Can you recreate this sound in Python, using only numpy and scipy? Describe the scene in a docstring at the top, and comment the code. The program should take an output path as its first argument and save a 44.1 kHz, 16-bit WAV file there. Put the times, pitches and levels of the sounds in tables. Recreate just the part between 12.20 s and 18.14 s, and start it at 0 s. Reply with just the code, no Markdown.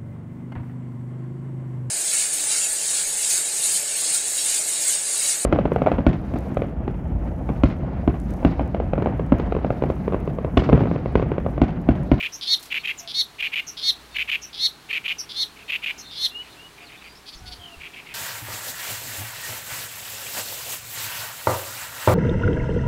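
"""A reed warbler sings six phrases from a reed stem: one or two rolled rasps, a warbled chip, then a creak that
swells into a two-voiced squeal. Membrane snaps excite resonances in the rasps and creaks; a frequency-modulated
tone makes the chips, and combination tones of two voices make the squeals. Reeds scatter the song and their far
edge echoes it. Other birds rasp, creak, squeal faintly, whistle and hoot further off; filtered noise makes a
stem's rustle, soft thumps at the microphone and quiet outdoor air with a low hum."""
import sys
import numpy as np
from scipy import signal
from scipy.fft import rfft, irfft, next_fast_len
from scipy.io import wavfile

SR = 44100
rng = np.random.default_rng(int(sys.argv[2]) if len(sys.argv) > 2 else 0)


def transcribe(signal):
    """Save signal, clipped to [-1, 1], as a 16-bit WAV file at the path in sys.argv[1]."""
    frames = np.atleast_2d(signal).T
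    limited = np.clip(frames, -1, 1)
    pcm = np.round(limited * 32767).astype(np.int16)
    wavfile.write(sys.argv[1], SR, pcm)


N = 261954

# rolled rasps: roll_start_s, roll_length_s, level_db, throat_resonance_hz
RASPS = [(0.027, 0.048, -25.5, 2510), (0.543, 0.045, -24, 2580), (0.674, 0.047, -25, 2514),
         (1.225, 0.054, -24.5, 2470), (1.358, 0.05, -24, 2480), (1.985, 0.047, -23.5, 2500),
         (2.116, 0.048, -22.5, 2740), (2.729, 0.057, -24.5, 2640), (2.880, 0.051, -24.5, 2730),
         (3.521, 0.048, -24.5, 2640), (3.661, 0.057, -26, 2570)]
ROLL_HZ = 155.7  # mean beat rate of a rasp's roll
RASP_LEAD_S = 0.04  # a rasp's sound begins this long before its roll
# resonance of the beak on a rasp: frequency_hz, gain_db
RASP_BEAK = [(700, -13), (1400, -9), (1900, -2.5), (2400, 5.5), (3200, 0.5), (3700, -5), (4500, -10.5),
             (5600, -16), (7000, -13.5), (8500, -25), (10800, -14), (12400, -5), (15000, -37)]

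# warbled chips: start_s, length_s, start_pitch_hz, end_pitch_hz, warble_depth_hz, warble_rate_hz, level_db
CHIPS = [(0.123, 0.046, 5560, 6300, 744, 134, -36), (0.776, 0.037, 7220, 5640, 560, 129, -38),
         (1.468, 0.04, 6240, 5770, 483, 140, -35.5), (2.217, 0.042, 6190, 5830, 576, 144, -38.5),
         (2.984, 0.0374, 5580, 5100, 850, 140, -31), (3.777, 0.046, 6100, 5690, 714, 120, -41)]
# resonance of the beak on a chip: frequency_hz, gain_db
CHIP_BEAK = [(4000, -22), (5050, -15.5), (5700, -4), (6230, -11), (7300, -13)]

# creaks: start_s, length_s, level_db, start_rate_clicks_per_s, run_on_level_db
CREAKS = [(.212, 0.034, -31.5, 440, -33), (.876, .043, -33.5, 320, -42), (1.57, 0.03, -34, 350, -35),
          (2.33, 0.031, -37.5, 260, -36), (3.092, .03, -35.5, 420, -40), (3.912, 0.037, -41, 240, -35.5)]
# resonance that the snaps of a creak excite: frequency_hz, gain_db
CREAK_RESONANCE = [(1200, -65), (2100, -19.5), (2850, -14), (3400, 2), (4090, -4.5), (5000, -4.5),
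                   (5800, -18), (6780, -33), (8590, -37), (10300, -24.5), (14000, -49)]
CREAK_QUICKENS = 1.6  # click rate at the end over that at the start
# after a short catch every creak runs on, faster at its end, into its squeal
CATCH_S, RUN_ON_S, RUN_ON_RATES = 0.003, 0.032, (400, 650)  # rates in clicks a second

# squeals: start_s, length_s, peak_level_db, swell_up_to_peak_db, upper_voice_early_pitch_hz,
# upper_voice_late_pitch_hz, beat_with_lower_voice_hz, forced_last_stretch_s, hiss_relative_to_voice_db
SQUEALS = [(.263, 0.092, -15.5, 11.5, 2193, 2165, 356.5, 0.037, -26),
           (.934, 0.092, -18, 9, 2168, 2188, 331, 0.034, -23),
           (1.621, 0.093, -16, 10, 2245, 2110, 357.6, 0.033, -27),
           (2.384, 0.093, -17, 11, 2068, 2220, 300, 0.032, -22),
           (3.151, 0.095, -21, 8.5, 2146, 2145, 339.4, .039, -22),
           (3.964, 0.11, -19, 16.5, 2135, 2095, 388.5, 0.049, -17)]
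# relative levels of the combination tones, a row for each multiple of the upper voice:
# one_beat_above_db, on_multiple_db, one_beat_below_db, two_beats_below_db and so on downwards
SQUEAL_TONES = [(-48, -25.5, -31.5), (-17, -0.5, -7, -3.5, -14.5, -28),
                (-42, -22.5, -33, -19, -26, -15.5, -32), (-48, -41, -42, -34, -42, -35.5, -38),
                (-44, -38, -29, -43, -41, -42), (-48, -46, -44, -41, -40, -35)]
# spectrum of a squeal's hiss: frequency_hz, gain_db
SQUEAL_HISS = [(1000, -36), (2400, -8), (3800, -6), (6000, 0.5), (7200, -18), (9000, -7),
               (10800, -9.5), (13000, -13), (15500, -40)]
SCOOP_HZ, SCOOP_S = 260.4, 0.011  # a squeal slides up into its pitch
FALL_HZ, FALL_S = 399, 0.02423  # and bends down at its end
FORCED_BEAT_HZ, FORCING_S = 266.4, 0.0066  # beat of the forced voices, time scale of the change
ATTACK_S, ATTACK_DB = 0.014, -17  # the onset starts this far below the start of the swell
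HOLD_S, RELEASE_S, RELEASE_DB = 0.011, 0.012, -11.5  # the peak is held, then drops this far

# treble emphasis of scattering by nearby stems: frequency_hz, gain_db
STEM_SCATTER = [(1000, -4), (4000, 3.5), (6000, 4.5), (9000, 8), (12500, 15), (15500, 21)]
# echo from the far edge of the reed bed: delay, spread in time, level
BANK_S, BANK_SPREAD_S, BANK_DB = 0.275, 0.0097, -30.5

# a neighbour's rasps, all of one length and throat: roll_start_s, level_db
FAR_RASPS = [(3.391, -47.5), (4.245, -51), (4.605, -46), (4.72, -45.5), (4.842, -45), (5.634, -38),
             (5.762, -40.5), (5.889, -42)]
FAR_ROLL_S, FAR_THROAT_HZ = 0.048, 2390
# a neighbour's creaks: start_s, length_s, level_db
FAR_CREAKS = [(5.055, 0.025, -47.5), (5.07, 0.034, -41.5), (5.118, 0.037, -44.5), (5.254, .042, -42.5),
              (5.308, .037, -40)]
FAR_CREAK_RATES = (700, 950)  # clicks a second at the start and at the end
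# further resonance of the neighbour's throat: frequency_hz, gain_db
FAR_CREAK_THROAT = [(2400, 4.5), (3000, 0), (3450, -3.5), (3850, -5), (4450, 5.5), (4850, 1),
                    (5300, 0), (7000, 7), (11000, 4)]
# other birds' whistles; the first two rows are the two thin upper tones of a neighbour's faint squeal: start_s,
# length_s, start_pitch_hz, middle_pitch_hz, end_pitch_hz, vibrato_depth_fraction_of_pitch, level_db
WHISTLES = [(3.808, 0.096, 4170, 4220, 4050, 0.03, -49.5), (3.839, 0.12, 3660, 3640, 3630, 0.03, -47.5),
            (4.11, .06, 2707, 2804, 2820, 0, -46.5), (4.143, .093, 2790, 2917, 2970, 0, -36),
            (4.368, 0.13, 2620, 2880, 2880, 0, -48.5), (4.625, .08, 4850, 4350, 3120, 0.02, -55),
            (4.753, .045, 3260, 3630, 3350, 0.04, -54.5), (4.805, .025, 4070, 3930, 3700, .01, -59),
            (4.832, .11, 4500, 4760, 4780, .015, -57), (4.95, .04, 5130, 5300, 5340, 0.05, -53.5),
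            (5.128, .048, 7450, 6600, 5150, .015, -56), (5.172, .026, 5200, 5450, 5700, 0.04, -52.5),
            (5.394, .11, 3210, 3090, 2940, 0.04, -45), (5.498, 0.059, 2690, 2830, 2530, .015, -48.5)]
# distant hoots: start_s, length_s, start_pitch_hz, level_db, octave_relative_to_fundamental_db
HOOTS = [(0.806, 0.087, 690, -52, -21), (4.602, .1, 712, -59.5, -18), (5.19, .16, 753, -55, -4),
         (5.365, 0.21, 720, -55.5, -12)]
HOOT_SAG_HZ_PER_S = 225

# dry rustles: start_s, decay_s, onset_level_db
RUSTLES = [(0.394, 0.036, -46), (0.427, 0.026, -41), (0.457, 0.018, -43.5)]
# spectrum of a rustle: frequency_hz, gain_db
LEAF_NOISE = [(1000, -18), (4500, 0.5), (8000, -5), (13000, -1), (15500, -14.5)]
# soft thumps: start_s, pitch_hz, decay_s, level_before_decay_db
THUMPS = [(5.147, 42, 0.041, -41.5), (5.207, 74.8, 0.049, -36), (5.253, 57.4, 0.061, -40.5),
          (5.307, 62.6, 0.028, -39), (5.386, 78.5, 0.03, -39.5), (5.565, 69, 0.034, -39.5)]
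# spectrum of the noise in a thump: frequency_hz, gain_db
THUMP_RUMBLE = [(20, -4), (60, 2), (150, -6), (300, -27), (1000, -41), (4000, -82)]

# spectrum of the outdoor air: frequency_hz, gain_db
AIR_SPECTRUM = [(20, -9), (45, -1.5), (90, -2), (150, 2), (220, -1.5), (320, 0.5), (540, -6.5), (750, -2.5),
                (1300, -3.5), (2200, -6.5), (3200, -8), (4200, -8.5), (5500, -14), (11000, -18.5),
                (15500, -24)]
AIR_DB, MURMUR_DB = -48.5, -65.5
# spectrum of a faint narrow-band murmur: frequency_hz, gain_db
MURMUR_SPECTRUM = [(150, -22), (350, -25), (420, 9), (500, -22), (1000, -47), (3000, -84)]
# the single swell of a distant hum: start_s, rise_s, hold_s, fade_s
HUM_SWELL_S = (1.5, .2, .35, .7)
HUM_DB, HUM_SWELL_DB = -66, 10.5
TOP_HZ = 15800  # upper band limit of the recorder


def undb(db):
    """Decibels are logarithmic: twenty to each factor of ten in amplitude."""
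    return 10 ** (np.asarray(db) / 20)


def unit(x):
    """Normalisation: division by the rms amplitude gives unit mean power."""
    return x / np.sqrt(np.mean(x ** 2) + 1e-20)


def clock(length):
    """Uniform sampling: times in seconds from zero to length."""
    return np.arange(int(length * SR)) / SR


def turn(hz):
    """Phase is the time integral of angular frequency."""
    return 2 * np.pi * np.cumsum(hz) / SR


def add(out, start, x):
    """Superposition: x is summed into out from the start time in seconds."""
    i = int(start * SR)
    x, i = x[max(-i, 0):], max(i, 0)
    out[i:i + len(x)] += x[:max(len(out) - i, 0)]


def wander(n, rate):
    """Band-limited chance: straight lines join random values, drawn rate times a second, to spread near 1."""
    steps = np.arange(n) * rate / SR
    return 1.2 * np.interp(steps, np.arange(1024), rng.standard_normal(1024))


def colour(x, points):
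    """Minimum-phase filtering: a folded cepstrum makes the (Hz, dB) response causal."""
    hz, db = np.transpose(points)
    n = next_fast_len(len(x) + 2048) * 2
    bins_hz = np.arange(n // 2 + 1) * SR / n
    gain = undb(np.interp(np.log(bins_hz + 1), np.log(hz), db))
    cepstrum = irfft(np.log(gain))
    cepstrum[1:n // 2] *= 2
    cepstrum[n // 2 + 1:] = 0
    response = np.exp(rfft(cepstrum))
    return irfft(rfft(x, n) * response)[:len(x)]


def warbler():
    """Superposed rasps, chips, creaks and squeals; the higher notes scatter more among the stems."""
    low, high = np.zeros((2, N))
    for start, length, db, throat_hz in RASPS:
        add(low, start - RASP_LEAD_S, undb(db) * rasp(length, throat_hz))
    for start, length, *shape, db in CHIPS:
        add(high, start, undb(db) * chip(length, *shape))
    for start, length, db, rate, run_on_db in CREAKS:
        add(high, start, undb(db) * creak(length, rate, rate * CREAK_QUICKENS))
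        add(high, start + length + CATCH_S, undb(run_on_db) * creak(RUN_ON_S, *RUN_ON_RATES))
    for start, length, *gesture, hiss_db in SQUEALS:
        add(high, start, squeal(length, gesture, hiss_db))
    near_low = reeds(low, early_db=-20, late_db=-26)
    near_high = reeds(high, early_db=-16.5, late_db=-32)
    return near_low + near_high + far_bank(low + high)


def clicks(rate, jitter, scatter_db):
    """Impulsive excitation: uneven snaps of the syrinx membranes at a moving rate."""
    chance = rng.standard_normal((256, 2))
    due = np.cumsum(np.exp(jitter * chance[:, 0]))
    at = np.searchsorted(np.cumsum(rate) / SR, due - due[0])
    keep = at < len(rate)
    return np.bincount(at[keep], undb(scatter_db * chance[keep, 1]), len(rate))


def rasp(length, throat_hz, gap=0.011, roll_depth=0.81, release=0.0036, ring_s=0.0005, wobble=0.11):
    """Damped resonance: snaps in a swelling scrape, then a roll, ring a throat whose tuning wobbles."""
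    t = clock(RASP_LEAD_S + length + 0.03) - RASP_LEAD_S  # zero where the roll begins
    since_crest = t + gap + 0.0037
    rise = np.minimum(since_crest + 0.0026, 0) / 0.011
    fall = np.maximum(since_crest, 0) / 0.0037
    scrape = 1.3 * np.exp(rise - fall)

    # each beat of the roll opens at once and closes gradually; the last beats run together
    beat_phase = (np.maximum(t, 0) * ROLL_HZ * (1 + 0.034 * rng.standard_normal())) % 1
    closure = np.clip(2.74 * beat_phase - 1.2, 0, 1)
    separation = np.clip(2.2 - 2 * t / length, 0, 1)
    flutter = 1 - min(roll_depth, 1) * separation * closure
    roll = 1.31 * (t > 0) * flutter * np.exp(-np.maximum(t - length + 0.0057, 0) / release)

    # the snaps start afresh with the roll
    parts = [np.full(np.sum(part), 620.0) for part in (t <= 0, t > 0)]
    snaps = np.concatenate([clicks(rate, jitter=0.17, scatter_db=0.2) for rate in parts])
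    # in a frame rotating at the throat's frequency, ringing is a plain decay
    tuning = np.exp(1j * turn(throat_hz * (1 + wobble * wander(len(t), 327.1))))
    decay = np.exp(-1 / (ring_s * SR))
    ring = np.real(tuning * signal.lfilter([1], [1, -decay], snaps * (scrape + roll) / tuning))
    voice = colour(ring, RASP_BEAK)
    return voice / np.sqrt(np.sum(voice ** 2) / SR / (length + gap))


def chip(length, start_hz, end_hz, depth_hz, rate, overtone_db=-29):
    """Frequency modulation: a round-topped, sharp-dipped warble sweeps a tone through the beak's resonance."""
    t = clock(length)
    cycle = 2 * np.pi * rate * t
    warble = depth_hz * (np.sin(cycle) + 0.14 * np.cos(2 * cycle))
    warble *= 0.95 + 0.38 * wander(len(t), 127)
    hz = np.linspace(start_hz, end_hz, len(t)) + warble + 110 * wander(len(t), 309)
    beak = undb(np.interp(hz, *np.transpose(CHIP_BEAK)))
    swell = np.interp(t / length, [0, 0.4, 0.88, 1], [0.28, 1, 0.74, 0.097])
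    phase = turn(hz)
    return unit(swell * (beak * np.sin(phase) + undb(overtone_db) * np.sin(2 * phase)))


def creak(length, start_rate, end_rate):
    """Impulse train through a resonance: separate snaps that quicken and grow."""
    n = int(length * SR)
    snaps = clicks(np.linspace(start_rate, end_rate, n), jitter=0.15, scatter_db=2.1)
    snaps = snaps * np.linspace(0.65, 1, n)
    return unit(colour(np.pad(snaps, (0, 128)), CREAK_RESONANCE))


def squeal(length, gesture, hiss_db, sweep=0.906, drift_hz=12):
    """Intermodulation: both sides of the syrinx sound together; the tones break up as the note is forced."""
    t = clock(length)
    n = len(t)
    pitch, beat, db = squeal_gesture(t, length, *gesture)
    strain = 0.12 + 0.6 * np.linspace(0, 1, n) ** 4
    upper = turn(pitch + 7 * wander(n, 244) + drift_hz * wander(n, 70.4))
    beats = turn(beat) + 0.8 * strain * wander(n, 300)
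    voice = 0
    for multiple, tones in enumerate(SQUEAL_TONES, 1):
        for below, tone_db in enumerate(tones, -1):
            # the lag between neighbouring tones makes every beat a small upward sweep
            lag = sweep * below ** 2
            breakup = multiple / 2 * strain * wander(n, 500)
            phase = multiple * upper - below * beats - lag + breakup
            voice = voice + undb(tone_db) * np.sin(phase)
    hiss = colour(rng.standard_normal(n), SQUEAL_HISS)
    edges = np.clip(np.minimum(t, length - t) / 0.0055, 0, 1)
    return (unit(voice) + undb(hiss_db) * unit(hiss)) * undb(db) * edges


def squeal_gesture(t, length, peak_db, swell_db, early_hz, late_hz, beat_hz, forced_s):
    """Glide and swell: the pitch scoops up and finally falls; forcing shifts the beat as the level peaks."""
    left = length - t
    scoop = SCOOP_HZ * np.exp(-t / SCOOP_S)
    fall = FALL_HZ * np.maximum(1 - left / FALL_S, 0) ** 2
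    pitch = early_hz + (late_hz - early_hz) * t / length - scoop - fall
    forced = 0.5 + 0.5 * np.tanh((forced_s - left) / FORCING_S)
    beat = beat_hz + (FORCED_BEAT_HZ - beat_hz) * forced
    release_at = length - RELEASE_S
    times = [0, ATTACK_S, release_at - HOLD_S, release_at, length]
    db = peak_db + np.interp(t, times, [ATTACK_DB - swell_db, -swell_db, 0, 0, RELEASE_DB])
    return pitch, beat, db


def reeds(x, early_db, late_db, early_s=0.021, late_s=0.13, slap_s=0.0328, slap_db=-5):
    """Scattering: near stems favour the treble, a denser stand throws sound back, the wide bed adds a tail."""
    t = clock(0.8)
    near, wide, stand = rng.standard_normal((3, len(t)))
    early = unit(near * np.exp(-t / early_s) * np.clip((t - 0.004) / 0.0051, 0, 1))
    slap = unit(stand * np.exp(-((t - slap_s) / 0.0016) ** 2))
    early = colour(early + undb(slap_db) * slap, STEM_SCATTER)
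    late = unit(wide * np.exp(-t / late_s) * np.clip(t / 0.048, 0, 1))
    echo = (undb(early_db) * early + undb(late_db) * late) / np.sqrt(len(t))
    return x + signal.fftconvolve(x, echo)[:N]


def far_bank(x):
    """Delayed diffuse reflection: a short noise burst as impulse response gives one faint, blurred echo."""
    t = clock(0.5)
    spread = np.exp(-((t - BANK_S) / BANK_SPREAD_S) ** 2)
    blur = unit(rng.standard_normal(len(t)) * spread) / np.sqrt(len(t))
    return undb(BANK_DB) * signal.fftconvolve(x, blur)[:N]


def neighbours():
    """Reverberant distance: birds deeper in the reed bed have more echo."""
    out = np.zeros(N)
    for start, db in FAR_RASPS:
        add(out, start - RASP_LEAD_S, undb(db) * rasp(FAR_ROLL_S, FAR_THROAT_HZ))
    for start, length, db in FAR_CREAKS:
        voice = colour(creak(length, *FAR_CREAK_RATES), FAR_CREAK_THROAT)
        add(out, start, undb(db) * unit(voice * np.sqrt(np.hanning(len(voice)))))
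    for start, length, start_hz, middle_hz, end_hz, buzz, db in WHISTLES:
        add(out, start, undb(db) * whistle(length, start_hz, middle_hz, end_hz, buzz=buzz))
    for start, length, hz, db, octave_db in HOOTS:
        add(out, start, undb(db) * hoot(length, hz, octave_db))
    return reeds(out, early_db=-14, late_db=-21)


def whistle(length, start_hz, middle_hz, end_hz, waver=0.0035, buzz=0):
    """Nearly sinusoidal tone: a parabola bends it through three pitches; a fast vibrato can make it buzz."""
    t = clock(length)
    bend = np.polyfit([0, length / 2, length], [start_hz, middle_hz, end_hz], 2)
    hz = np.polyval(bend, t)
    vibrato = waver * wander(len(t), 217) + buzz * np.sin(turn(135 + 15 * wander(len(t), 110)))
    swell = np.interp(t / length, [0, 0.15, 0.8, 1], [0.21, 0.7, 0.9, 0.047])
    swell = swell * undb(2.1 * wander(len(t), 69))
    throb = 1 + min(12 * buzz, 0.9) * np.sin(2 * np.pi * 48 * t)  # buzzy notes also pulse
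    return unit(swell * throb * np.sin(turn(hz * (1 + vibrato))))


def hoot(length, start_hz, octave_db):
    """Fundamental and octave: two whistled tones sag in pitch together."""
    glide = start_hz - HOOT_SAG_HZ_PER_S * length * np.array([0, 0.5, 1])
    return whistle(length, *glide) + undb(octave_db) * whistle(length, *(2 * glide))


def rustles():
    """Friction noise: dry leaves brush together in decaying bursts."""
    out, t = np.zeros(N), clock(0.25)
    for start, decay, db in RUSTLES:
        leaf = unit(colour(rng.standard_normal(len(t)), LEAF_NOISE))
        add(out, start, undb(db) * leaf * np.exp(-t / decay))
    return out


def thumps():
    """Damped low oscillation with rumbling noise: dull bumps shake the microphone."""
    out, t = np.zeros(N), clock(0.25)
    for start, hz, decay, db in THUMPS:
        rumble = unit(colour(rng.standard_normal(len(t)), THUMP_RUMBLE))
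        body = np.sin(2 * np.pi * hz * t) + 0.56 * rumble
        add(out, start, undb(db) * body * np.exp(-t / decay) * np.minimum(t / 0.004, 1))
    return out


def air(sway_db=0.5, hum_hz=58):
    """Filtered random noise: a slightly swaying outdoor wash, a faint murmur and a low hum far away."""
    wash = unit(colour(rng.standard_normal(N), AIR_SPECTRUM)) * undb(AIR_DB + sway_db * wander(N, 5.06))
    murmur = undb(MURMUR_DB) * unit(colour(rng.standard_normal(N), MURMUR_SPECTRUM))
    hum_swell = np.interp(np.arange(N) / SR, np.cumsum(HUM_SWELL_S), [0, 1, 1, 0])
    hum_db = HUM_DB + HUM_SWELL_DB * hum_swell + 2.8 * wander(N, 9)
    hum = unit(np.sin(turn(hum_hz + 1.39 * wander(N, 9.2)))) * undb(hum_db)
    return wash + murmur + hum


def scene():
    """Superposition of all sound pressures at one microphone."""
    return (warbler() + neighbours() + rustles() + thumps() + air())[None]


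def record(dry):
    """Band limitation: the recorder cuts the top with a steep zero-phase low-pass."""
    low_pass = signal.ellip(10, 0.05, 60, TOP_HZ, fs=SR, output="sos")
    return signal.sosfiltfilt(low_pass, dry)


dry = scene()
out = record(dry)
transcribe(out)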